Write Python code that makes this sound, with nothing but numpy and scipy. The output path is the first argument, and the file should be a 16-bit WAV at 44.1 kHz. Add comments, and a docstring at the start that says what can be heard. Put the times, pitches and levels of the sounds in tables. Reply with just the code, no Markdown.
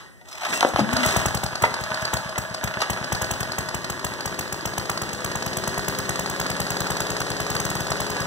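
"""A garage: a rope is pulled on a small single-cylinder generator standing on a board; the frame knocks, the engine
catches, stumbles and settles, mostly firing every second cycle. Each firing is a valve snap, a jet of gas (shaped
noise) and a thump (pressure swing). Valve gear and covers clatter once a cycle, as resonances struck by impulses.
Scraping grains make the rope starter, gliding tones the groans of board and casing.
A handheld phone forms left and right from two microphone ports."""
import sys
import numpy as np
from scipy import signal
from scipy.fft import rfft, irfft
from scipy.io import wavfile
from scipy.ndimage import uniform_filter1d

SR = 44100
rng = np.random.default_rng(int(sys.argv[2]) if len(sys.argv) > 2 else 0)


def wav_record(signal):
    """Record a signal, one row per channel, as 16-bit PCM in the file named by sys.argv[1]."""
    frames = np.transpose(np.atleast_2d(signal))
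    bounded = np.clip(frames, -1, 1)
    # unit amplitude maps onto the largest positive 16-bit level
    quanta = np.round(bounded * 32767).astype(np.int16)
    wavfile.write(sys.argv[1], SR, quanta)


N = 364266


def undb(db):
    """Decibels to gain."""
    return 10 ** (np.asarray(db) / 20)


def unit(x):
    """Scale to rms 1."""
    return x / np.sqrt(np.mean(x ** 2, axis=-1, keepdims=True))


def noise():
    """Two unrelated noises, one for each port."""
    return rng.standard_normal((2, N))


def curves(table):
    """Columns of a table after the time column, one value per sample."""
    s, *columns = np.transpose(table)
    return [np.interp(np.arange(N) / SR, s, c) for c in columns]


def band(x, hz, width_hz):
    """Two-pole resonance, gain 1 at the centre."""
    return signal.lfilter(*signal.iirpeak(hz, hz / width_hz, SR), x)


def body(x, modes):
    """Sum of resonances with alternating signs."""
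    return sum((-1) ** k * undb(db) * band(x, hz, width_hz) for k, (hz, width_hz, db) in enumerate(modes))


def ring(x, hz, t60_s):
    """Decaying mode, peak 1 for a unit impulse."""
    pole = np.exp(2j * np.pi * hz / SR - np.log(1000) / (t60_s * SR))
    return signal.lfilter([1], [1, -pole], x).imag


def clicks(s, gain):
    """Impulses at the given times."""
    at = np.round(np.asarray(s) * SR).astype(int)
    ok = (at >= 0) & (at < N)
    return np.bincount(at[ok], (gain * np.ones(len(at)))[ok], N)


def spread(x, shape):
    """Give every impulse this shape."""
    return signal.fftconvolve(x, shape)[:N]


def hump(rise_s, fall_s):
    """Smooth pulse, peak 1."""
    t = np.arange(int(8 * fall_s * SR)) / SR
    shape = (1 - np.exp(-t / rise_s)) ** 2 * np.exp(-(t / fall_s) ** 2)
    return shape / shape.max()


# Spells of firing on every cycle, else on every second. Each row: start in seconds, end in seconds.
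EVERY_CYCLE = [(.7, 1.44), (2.0, 2.14), (3.12, 3.41), (7.49, 7.81)]


def eager(s):
    """True where every cycle fires."""
    return np.any([(a < s) & (s < b) for a, b in EVERY_CYCLE], axis=0)


GOVERNED_CYCLE_S = .04977
TWO_MISSES_S = 4.1  # here two cycles in a row fail to fire


def cycles(s):
    """Start and length of every cycle, and whether it fires."""
    two_misses = (s[:-1] < TWO_MISSES_S) & (s[1:] > TWO_MISSES_S)
    cycles_between = 2 - eager((s[1:] + s[:-1]) / 2) + two_misses
    count = np.r_[0, np.cumsum(cycles_between)]
    start = np.interp(np.arange(count[-1] + 1), count, s)
    return start[:-1], np.diff(start), np.isin(np.arange(count[-1]), count)


def swing(s, gain, span_s, tilt):
    """Pressure dips, peaks and dips again over the span of the exhaust stroke."""
    u = np.arange(int(span_s * SR)) / (span_s * SR)
    pressure = -np.sin(3 * np.pi * u) * np.sin(np.pi * u) ** 1.54 * (u + 0.32) ** tilt
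    return clicks(s + u * span_s, gain * pressure)


THUMP_LATE_S, THUMP_SLOW_LEAD_S = .0014, .0018  # delay after the firing, shortened on a slow crank
# Firings, uneven while the engine catches and stumbles, then settling; the last only ends the last cycle.
# Each row: time in seconds, then relative levels of gas jet, thump and snap in dB.
FIRINGS = [(0.7383, -45, -14.5, -4), (0.9303, -23, -13, -2.5), (1.06, -16, -11, -3), (1.1644, -17, -9, 4),
           (1.2584, -18, -10, 2.5), (1.3467, -20, -11.5, -2), (1.4357, -21, -13, -3), (1.621, -19, -13, -8),
           (1.808, -31, -18.5, -9.5), (2.019, -31, -19, -18), (2.1353, -19.5, -12, -0.5),
           (2.3801, -19, -15, -5), (2.6386, -20.5, -12.5, -5.5), (2.9003, -19, -14, -0.5),
           (3.123, -19.5, -12, -1), (3.217, -20, -15, -6), (3.3103, -19, -15, -4),
           (3.4041, -22.5, -15, -22), (3.584, -20.5, -15, -4), (3.7454, -21.5, -18, -3.5),
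           (3.9, -21, -20, -7), (4.046, -18.5, -18, -4.5), (4.2577, -20, -19.5, -5), (4.3909, -19, -22, -7),
           (4.5251, -21, -22, -10), (4.6558, -19, -18, -4.5), (4.7805, -19.5, -18.5, -3),
           (4.8978, -19, -20.5, -17), (5.018, -21.5, -22, -7), (5.1317, -23.5, -24, -10),
           (5.2455, -19, -20.5, -10), (5.3552, -22.5, -21.5, -5), (5.4625, -21.5, -20.5, -11),
           (5.5702, -17.5, -22, -9), (5.6765, -19, -21, -3.5), (5.7793, -21, -20.5, -2.5),
           (5.883, -17, -19, -3.5), (5.9868, -19.5, -20, -20), (6.0926, -18, -20, -11),
           (6.1938, -20, -23, -3.5), (6.2981, -22, -25, -10), (6.3994, -19, -20.5, -5),
           (6.5006, -20.5, -19, -9), (6.6019, -18, -18.5, -5), (6.7037, -18.5, -20, -17),
           (6.8044, -18.5, -18.5, -11), (6.9042, -19.5, -19, -3), (7.004, -18, -20.5, -9),
           (7.1028, -21, -21, -11), (7.203, -20.5, -21, -17), (7.3023, -23.5, -20.5, -23),
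           (7.4026, -20.5, -19, -6), (7.5018, -19.5, -20, -11), (7.5512, -21.5, -21, -12),
           (7.6006, -19, -23, -9), (7.651, -19.5, -20, -18), (7.7014, -21, -22, -17),
           (7.7528, -23.5, -21, -25), (7.8042, -21, -19.5, -11), (7.9044, -21, -18, -6),
           (8.0037, -18.5, -21, -5), (8.1015, -23.5, -22, -7), (8.2033, -24.5, -19, -11),
           (8.303, -21, -21, -11)]
# Silencer, ringing on after each thump. Each row: centre in Hz, width in Hz, level in dB.
SILENCER = [(121, 7.7, -5.5), (187, 11, -18.5)]
# Gas jet colour. Each row: centre in Hz, width in Hz, relative level in dB.
JET = [(2220, 8470, 3), (5110, 6460, 8.5), (6680, 3870, 8), (11400, 6200, 1.5), (14460, 7150, 0)]


def exhaust(s, jet_db, thump_db, snap_db):
    """The valve cracks open, hot gas jets out, the silencer thumps; a misfire only puffs."""
    start, length, fired = cycles(s)
    s, jet_db, thump_db, snap_db = s[:-1], jet_db[:-1], thump_db[:-1], snap_db[:-1]
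    misfires = start[~fired]

    t = np.arange(-200, 200) / SR
    spike = (1 - 1.45 * t / 0.000098) * np.exp(-.5 * (t / 0.000092) ** 2)
    recoil = 0.34 * np.exp(-.5 * ((t - .0008) / 0.0018) ** 2)
    snap = spread(clicks(s - .0022 + t[0], undb(snap_db)), spike - recoil)
    late_snap = band(np.roll(snap, 40), 650, 500)

    # a slow crank holds the valve open longer, so jet and thump last longer
    slow = np.clip((length[fired] - .05) / 0.041, 0, 1)
    jet = spread(clicks(s - .0008, undb(jet_db) * slow), hump(.0008, .0085))
    jet += spread(clicks(s - .0008, undb(jet_db) * (1 - slow)), hump(.0004, .0055))
    jet += spread(clicks(misfires - .003, undb(-74.0)), hump(0.0055, 0.014))

    thump = np.zeros(N)
    for at, db, k in zip(s, thump_db, slow):
        late_s = THUMP_LATE_S - THUMP_SLOW_LEAD_S * k
        thump += swing(at + late_s, undb(db), 0.01194 + 0.001 * k, 4.3 * k - .3)
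    puff_db = -34 + 70 * length[~fired] + 2 * rng.standard_normal(np.sum(~fired))
    for at, db in zip(misfires, puff_db):
        thump += swing(at - .002, undb(db), 0.011, -0.85)
    ringing = sum(undb(db) * band(thump, hz, width_hz) for hz, width_hz, db in SILENCER)

    pops = 0.2 * snap + undb(-3.0) * late_snap + thump + ringing
    return pops, jet * unit(body(noise(), JET))


def gear_ticks(start, length):
    """Ticks at the same 26 places of every cycle, with jitter in time and size."""
    count = 26
    place = rng.random(count)
    size = undb(2.15 * rng.exponential(size=count)) * rng.choice([-1, 1], count)
    jitter_s = 0.00032 * rng.standard_normal((len(start), count))
    when = start[:, None] + length[:, None] * place + jitter_s
    gain = size * undb(5.1 * rng.standard_normal(when.shape))
    return unit(clicks(when.ravel(), gain.ravel()))


SEAT_SCATTER_DB = 2.5
MISFIRE_SEAT_DB = 1  # the valve seats harder on a cycle that did not fire


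def valve_seats(start, length, fired):
    """A valve drops on its seat a good quarter of the way through each cycle, a fainter one later."""
    scatter_db = SEAT_SCATTER_DB * rng.standard_normal(len(start))
    seat_db = scatter_db - 13.5 * length + 2.5 + MISFIRE_SEAT_DB * ~fired
    first = clicks(start + .275 * length - .0002, undb(seat_db))
    return first + clicks(start + 0.91 * length, undb(-9.5))


# Gains over the clatter at governed speed, and their fall per Hz of cycle rate below it.
AIR_DB, AIR_DB_PER_HZ = -1, 0.75
SHROUD_DB, SHROUD_DB_PER_HZ = -11, -0.4  # the shroud sings less as the speed rises
TAP_DB, TAP_DB_PER_HZ = 41, .95
# Clatter, after a fading rattle at the start.
# Each row: time in seconds, clatter level in dB, relative frame hum level in dB.
RUNNING = [(0.0, -34.5, -47.5), (0.32, -85, -55), (0.46, -32, -42), (0.53, -34, -30.5), (0.68, -35, -44),
           (0.83, -35, -35), (0.94, -26.5, -41), (1.1, -27.5, -31), (1.45, -34.5, -46.5),
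           (1.7, -33.5, -37.5), (2.0, -29.5, -44.5), (2.4, -34.5, -47), (2.8, -34.5, -39.5),
           (3.2, -32.5, -39), (3.95, -37, -38.5), (4.95, -38, -39.5), (5.7, -36, -36.5),
           (8.26, -35.5, -37.5)]
# Resonances of covers and gears, humming frame, cooling air and tappets.
# Each row: centre in Hz, width in Hz, relative level in dB.
COVERS = [(872, 164, -2), (1144, 227, -1.5), (1510, 52, -1), (1695.4, 34.4, 10), (1690, 274, 1),
          (3110, 1550, -12)]
HUM = [(179, 63, -3.5), (297, 110, -4), (392.4, 66, -2), (491, 30, -3.5), (555, 130, -7.5)]
AIR = [(3590, 3100, 9.5), (4950, 1560, 13.5), (6600, 740, 10.5), (7930, 3300, 5.5), (13000, 12300, -6.5)]
TAPPET = [(715, 820, -3.5), (1640, 1520, -5.5), (4510, 350, 2.5), (7200, 3900, -14)]
# Singing fan shroud: centre in Hz, width in Hz.
SHROUD = (638, 51)


def clatter(s):
    """Gears, tappets and loose covers tick in the same order every cycle, over cooling air."""
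    covers_db, hum_db = curves(RUNNING)
    start, length, fired = cycles(s)
    t = np.arange(N) / SR
    slower_hz = 1 / GOVERNED_CYCLE_S - np.interp(t, start, 1 / length)
    air_db = covers_db + AIR_DB - AIR_DB_PER_HZ * slower_hz
    before_pull = t < STARTER[0][0]
    shroud_db = covers_db + SHROUD_DB - SHROUD_DB_PER_HZ * slower_hz - 20 * before_pull
    tap_db = covers_db + TAP_DB - TAP_DB_PER_HZ * slower_hz

    ticks = gear_ticks(start, length)
    seat = valve_seats(start, length, fired)
    jolts = unit(seat)

    steady = undb(covers_db) * unit(body(1.6 * ticks + noise(), COVERS))
    steady += undb(air_db) * unit(body(0.043 * ticks + noise(), AIR))
    steady += undb(shroud_db) * unit(band(0.79 * jolts + 0.59 * ticks + noise(), *SHROUD))
    # the same jolts shake the frame, and a thin panel whines
    steady += undb(hum_db - 3.5) * unit(body(0.28 * jolts + 0.83 * ticks + noise(), HUM))
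    steady += undb(hum_db - 4) * unit(band(noise(), 1890, 60))
    rattle = spread(seat, hump(.0005, .0065))
    steady += undb(covers_db + 8) * rattle * unit(body(noise(), TAPPET))

    tap = -undb(tap_db) * band(band(seat, 1000, 1600), 760, 2200)
    tap += undb(covers_db + 38.5) * band(band(seat, 146, 120), 135, 200)
    return tap + drone(start, length, hum_db), steady


FLYWHEEL_S = .35  # the shaft speed evens out over this time
# Rotor and fan drone. Each row: multiple of the cycle rate, relative level in dB.
ORDERS_DB = [(6, -9), (9, -11), (10, -4.5), (12, -9), (14, -11), (18, -10), (19, -10), (20, -13), (21, -5),
             (24, -9), (25, -12), (27, -10), (28, -7), (29, -12), (31, -11), (34, -10), (37, -11)]


def drone(start, length, db):
    """Clean tones locked to the shaft, growing with speed and wavering slowly."""
    t = np.arange(N) / SR
    cycle_s = np.interp(t, start + length / 2, length)
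    cycle_s = uniform_filter1d(cycle_s, int(FLYWHEEL_S * SR), mode="nearest")
    turn = np.cumsum(1 / cycle_s) / SR
    speed_db = -260 * (cycle_s - GOVERNED_CYCLE_S)
    tones = np.zeros(N)
    for order, order_db in ORDERS_DB:
        waver_db = np.interp(t, np.arange(70) / 7, 2.0 * rng.standard_normal(70))
        tones += undb(order_db + waver_db) * np.sin(2 * np.pi * (order * turn + rng.random()))
    return undb(db + speed_db) * tones


GRAIN_CAP = 2.5  # no scraping grain stands far above the rest
# Rope, pawls and rewind spring scraping, out then back.
# Each row: time in seconds, level in dB, brightness in dB.
STARTER = [(0.25, -51, -4), (.3, -42.5, 0.5), (0.46, -27.5, -7.5), (0.55, -32, 8.5), (0.62, -24.5, -7),
           (0.7, -39, 5.5), (0.79, -28.5, -29), (0.85, -43, -28), (1.046, -24, -0.5), (1.25, -30.5, -2),
           (1.35, -62, -10.1)]
# Thin squeals. Each row: start in seconds, end in seconds, pitch in Hz, level in dB.
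SQUEAKS = [(0.068, 0.14, 9040, -59), (0.313, 0.345, 5130, -44), (0.53, 0.588, 2710, -34)]


def starter():
    """Uneven scraping grains excite the housing while the rope runs out and rewinds; narrow noise squeals."""
    level_db, bright_db = curves(STARTER)
    t = np.arange(N) / SR
    on = (t > STARTER[0][0]) & (t < STARTER[-1][0])
    size = np.minimum(rng.exponential(size=N // 250 + 1), GRAIN_CAP)
    grains = noise() * undb(3.8 * np.repeat(size, 250)[:N])
    dull = unit(body(grains, [(638, 73, -1), (894, 380, 0), (1085, 460, 1), (1960, 1920, -4.0)]))
    bright = unit(body(grains, [(2660, 390, 6), (5200, 900, -6), (4100, 9200, 24.0), (10000, 2200, 20.5)]))
    out = on * undb(level_db) * (dull + undb(bright_db) * bright)
    for a, b, hz, db in SQUEAKS:
        fade = np.interp(t, [a - .004, a, b, b + 0.011], [0, 1, 1, 0])
        out += undb(db) * fade * unit(band(band(noise(), hz, 160), hz, 200))
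    return out


CRACK_DB = 11.5  # the crack stands this far over the blow that rings the frame
# Knocks of handle, frame and lever. Each row: time in seconds, relative level in dB, contact pitch in Hz,
# ring in dB over that level, grit in dB against the clean impact.
KNOCKS = [(0.213, -50.5, 2820, -7, -17), (0.286, -36.5, 5100, -28, -18), (.328, -33, 3100, -26, -19),
          (.342, -37, 6750, -14, -19), (.411, -40, 5000, -25, -19), (.451, -22.5, 3300, -26, -20),
          (.453, -27.5, 1400, -24, -8), (.505, -38, 245, -25, -23), (.527, -27, 1500, -13, -8),
          (.533, -25, 1500, -11, -10), (0.608, -11, 3400, -21, -31), (.6105, -28, 950, -20, -20),
          (.6285, -14.5, 860, -21, -23.5), (.632, -20, 900, -15, -26), (.644, -26, 1200, -32, -26),
          (0.649, -13, 465, -40, -29.5), (.653, -26, 690, -27, -30), (.670, -39, 443, -32, -20),
          (.761, -14.5, 780, -38, -28), (.761, -33, 3240, -34, -11), (.789, -24, 500, -22, -19),
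          (0.7925, -18.5, 637, -26, -23), (.8, -25, 1410, -22, -14), (.969, -34, 2500, -3.5, -21),
          (1.032, -20, 2370, -9.5, -10), (1.636, -25.5, 1500, -3.5, -12), (1.639, -19, 760, -6, -18),
          (1.652, -23, 1500, -18, -12), (1.664, -31, 710, -19, -24), (1.7145, -31, 800, -27, -25),
          (2.358, -31.5, 1390, -9, -20), (2.542, -30, 4350, -33, -19), (2.675, -27, 1510, -13, -16),
          (2.739, -29.5, 1490, -9, -16), (2.791, -33, 3500, -30, -14), (2.803, -26.5, 1500, -33, -2),
          (2.817, -20, 3360, -35, -10), (2.819, -21, 1060, -27, -17), (2.833, -31, 1400, -30, -13),
          (2.973, -27, 1410, -13, -20), (3.04, -33, 2960, -24, -19), (4.896, -19, 980, -41, -23.5)]
# Frame modes. Each row: pitch in Hz, level in dB, t60 in seconds.
FRAME = [(480, -24, .07), (621.4, 0.5, 0.3), (728, 2.5, 0.19), (936, 10.5, 0.069), (1220, -26, .1),
         (1434, 4, 0.13), (1724, -6, 0.07), (2000, 13, 0.063), (3260, -3, 0.03)]
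# The board booms under the kick. Each row: time in seconds, level in dB, pitch in Hz, t60 in seconds.
BOOM = [(0.791, -15, 289, 0.067), (0.803, -18, 216, 0.056), (0.811, -16.5, 141, 0.13)]


def knocks():
    """A short crack around the contact pitch; the frame and the board ring on."""
    out, blows = np.zeros(N), np.zeros(N)
    t = np.arange(1500) / SR
    for s, db, hz, ring_db, grit_db in KNOCKS:
        grit = rng.standard_normal(1500)
        impact = signal.unit_impulse(1500) + undb(grit_db) * grit * np.exp(-t / 0.0081)
        crack = band(band(impact, hz, 0.68 * hz), hz, 3.8 * hz)
        at = int(s * SR)
        out[at:at + 1500] += undb(db + CRACK_DB) * crack / np.abs(crack).max()
        blows[at:at + 1500] += undb(db + ring_db) * grit * np.exp(-t / 0.0026) / 9
    out += sum(undb(db) * ring(blows, hz, t60_s) for hz, db, t60_s in FRAME)
    return out + sum(ring(clicks([s], undb(db)), hz, t60_s) for s, db, hz, t60_s in BOOM)


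# Board and casing groan as the engine rocks; one curve each.
# Each row of a curve: time in seconds, pitch in Hz, level in dB.
GROANS = [
    [(.81, 214, -23), (.842, 214, -21), (.86, 225, -36), (.915, 239, -32), (.938, 248, -20.5),
     (.962, 246, -34), (.99, 247, -21.5), (1.015, 252, -39), (1.035, 250, -33), (1.055, 247, -37)],
    [(0.95, 617, -40), (0.966, 599, -32.5), (1.038, 589, -39), (1.07, 620.2, -37)],
    [(1.08, 396.9, -42), (1.128, 403, -38), (1.15, 400, -44)],
]


def groan():
    """Gliding tones that fade in and out at the ends of their curves."""
    t, out = np.arange(N) / SR, np.zeros(N)
    for table in GROANS:
        hz, db = curves(table)
        a, b = table[0][0], table[-1][0]
        fade = np.interp(t, [a - .012, a, b, b + .012], [0, 1, 1, 0])
        out += fade * undb(db) * np.sqrt(2) * np.sin(2 * np.pi * np.cumsum(hz) / SR)
    return out


def garage_hiss():
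    """Faint steady hiss of the garage: broad noise."""
    return undb(-58.5) * unit(band(noise(), 1500, 9000))


def tail(t60_s):
    """Noise that dies away, duller with time; energy 1."""
    t = np.arange(int(t60_s * SR)) / SR
    n = rng.standard_normal(len(t))
    dull = band(n, 580, 4200) * np.exp(-np.log(1000) * t / t60_s)
    n = dull + 3.5 * n * np.exp(-np.log(1000) * t / (0.88 * t60_s))
    return n / np.sqrt(np.sum(n ** 2))


def air_rumble():
    """Air moving at each port: low noise."""
    return undb(-60.5) * unit(band(noise(), 89, 77))


PORT_LAG, SOURCE_LAG = 19, 7  # samples: between the ports, and of the sources at the second port
# How the second port hears the scene.
# Each row: frequency in Hz, level in dB, likeness of its noise to the first port's (0-1).
PORT = [(61.3, -1.5, 1), (313, -0.5, 0.91), (620, -4.5, 0.76), (1060, -15.5, 0.9), (1294, -1, 0.2),
        (1760, -11, 0.76), (2610, -1, 0), (2650, -26, 0), (4100, -22.5, 0.02), (7370, -0.5, 0.3),
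        (10600, -21.5, 0), (15000, -31, 0.7)]


def second_port(blows, hiss):
    """The shadowed port: filtered blows, and noise scrambled by frequency, all arriving later."""
    hz, db, alike = np.transpose(PORT)
    f = np.log(np.fft.rfftfreq(N, 1 / SR) + 1)
    gain = undb(np.interp(f, np.log(hz), db))
    alike = np.clip(np.interp(f, np.log(hz), alike), 0, 1)
    scrambled = alike * rfft(hiss[0]) + np.sqrt(1 - alike ** 2) * rfft(hiss[1])
    return np.roll(irfft(gain * (rfft(blows) + scrambled), N), SOURCE_LAG)


def scene():
    """Both ports hear the same blows; the noisy sounds and the reverberation differ between them."""
    firings = np.transpose(FIRINGS)
    pops, gas = exhaust(*firings)
    taps, rattle = clatter(firings[0])
    blows = pops + taps + knocks() + groan()
    hiss = gas + rattle + starter() + garage_hiss()
    hiss += [undb(-9.0) * spread(blows + h, np.r_[np.zeros(500), tail(.5)]) for h in hiss]
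    return np.array([blows + hiss[0], second_port(blows, hiss)]) + air_rumble()


PORT_CANCEL = .93  # share of the other port taken away
TOP_HZ = 15450


def record(dry):
    """Each channel is one port minus the delayed other; a shelf restores the bass; low and top cut, clipping."""
    other = np.pad(dry[::-1], ((0, 0), (PORT_LAG, 0)))[:, :N]
    pair = undb(-1.5) * (dry - PORT_CANCEL * other)
    pair = signal.lfilter([1, -np.exp(-2 * np.pi * 330 / SR)], [1, -np.exp(-2 * np.pi * 30 / SR)], pair)
    pair = signal.sosfilt(signal.butter(3, 57, "high", fs=SR, output="sos"), pair)
    pair = signal.sosfilt(signal.butter(14, TOP_HZ, fs=SR, output="sos"), pair)
    return np.clip(pair, -1, 1)


dry = scene()
out = record(dry)
wav_record(out)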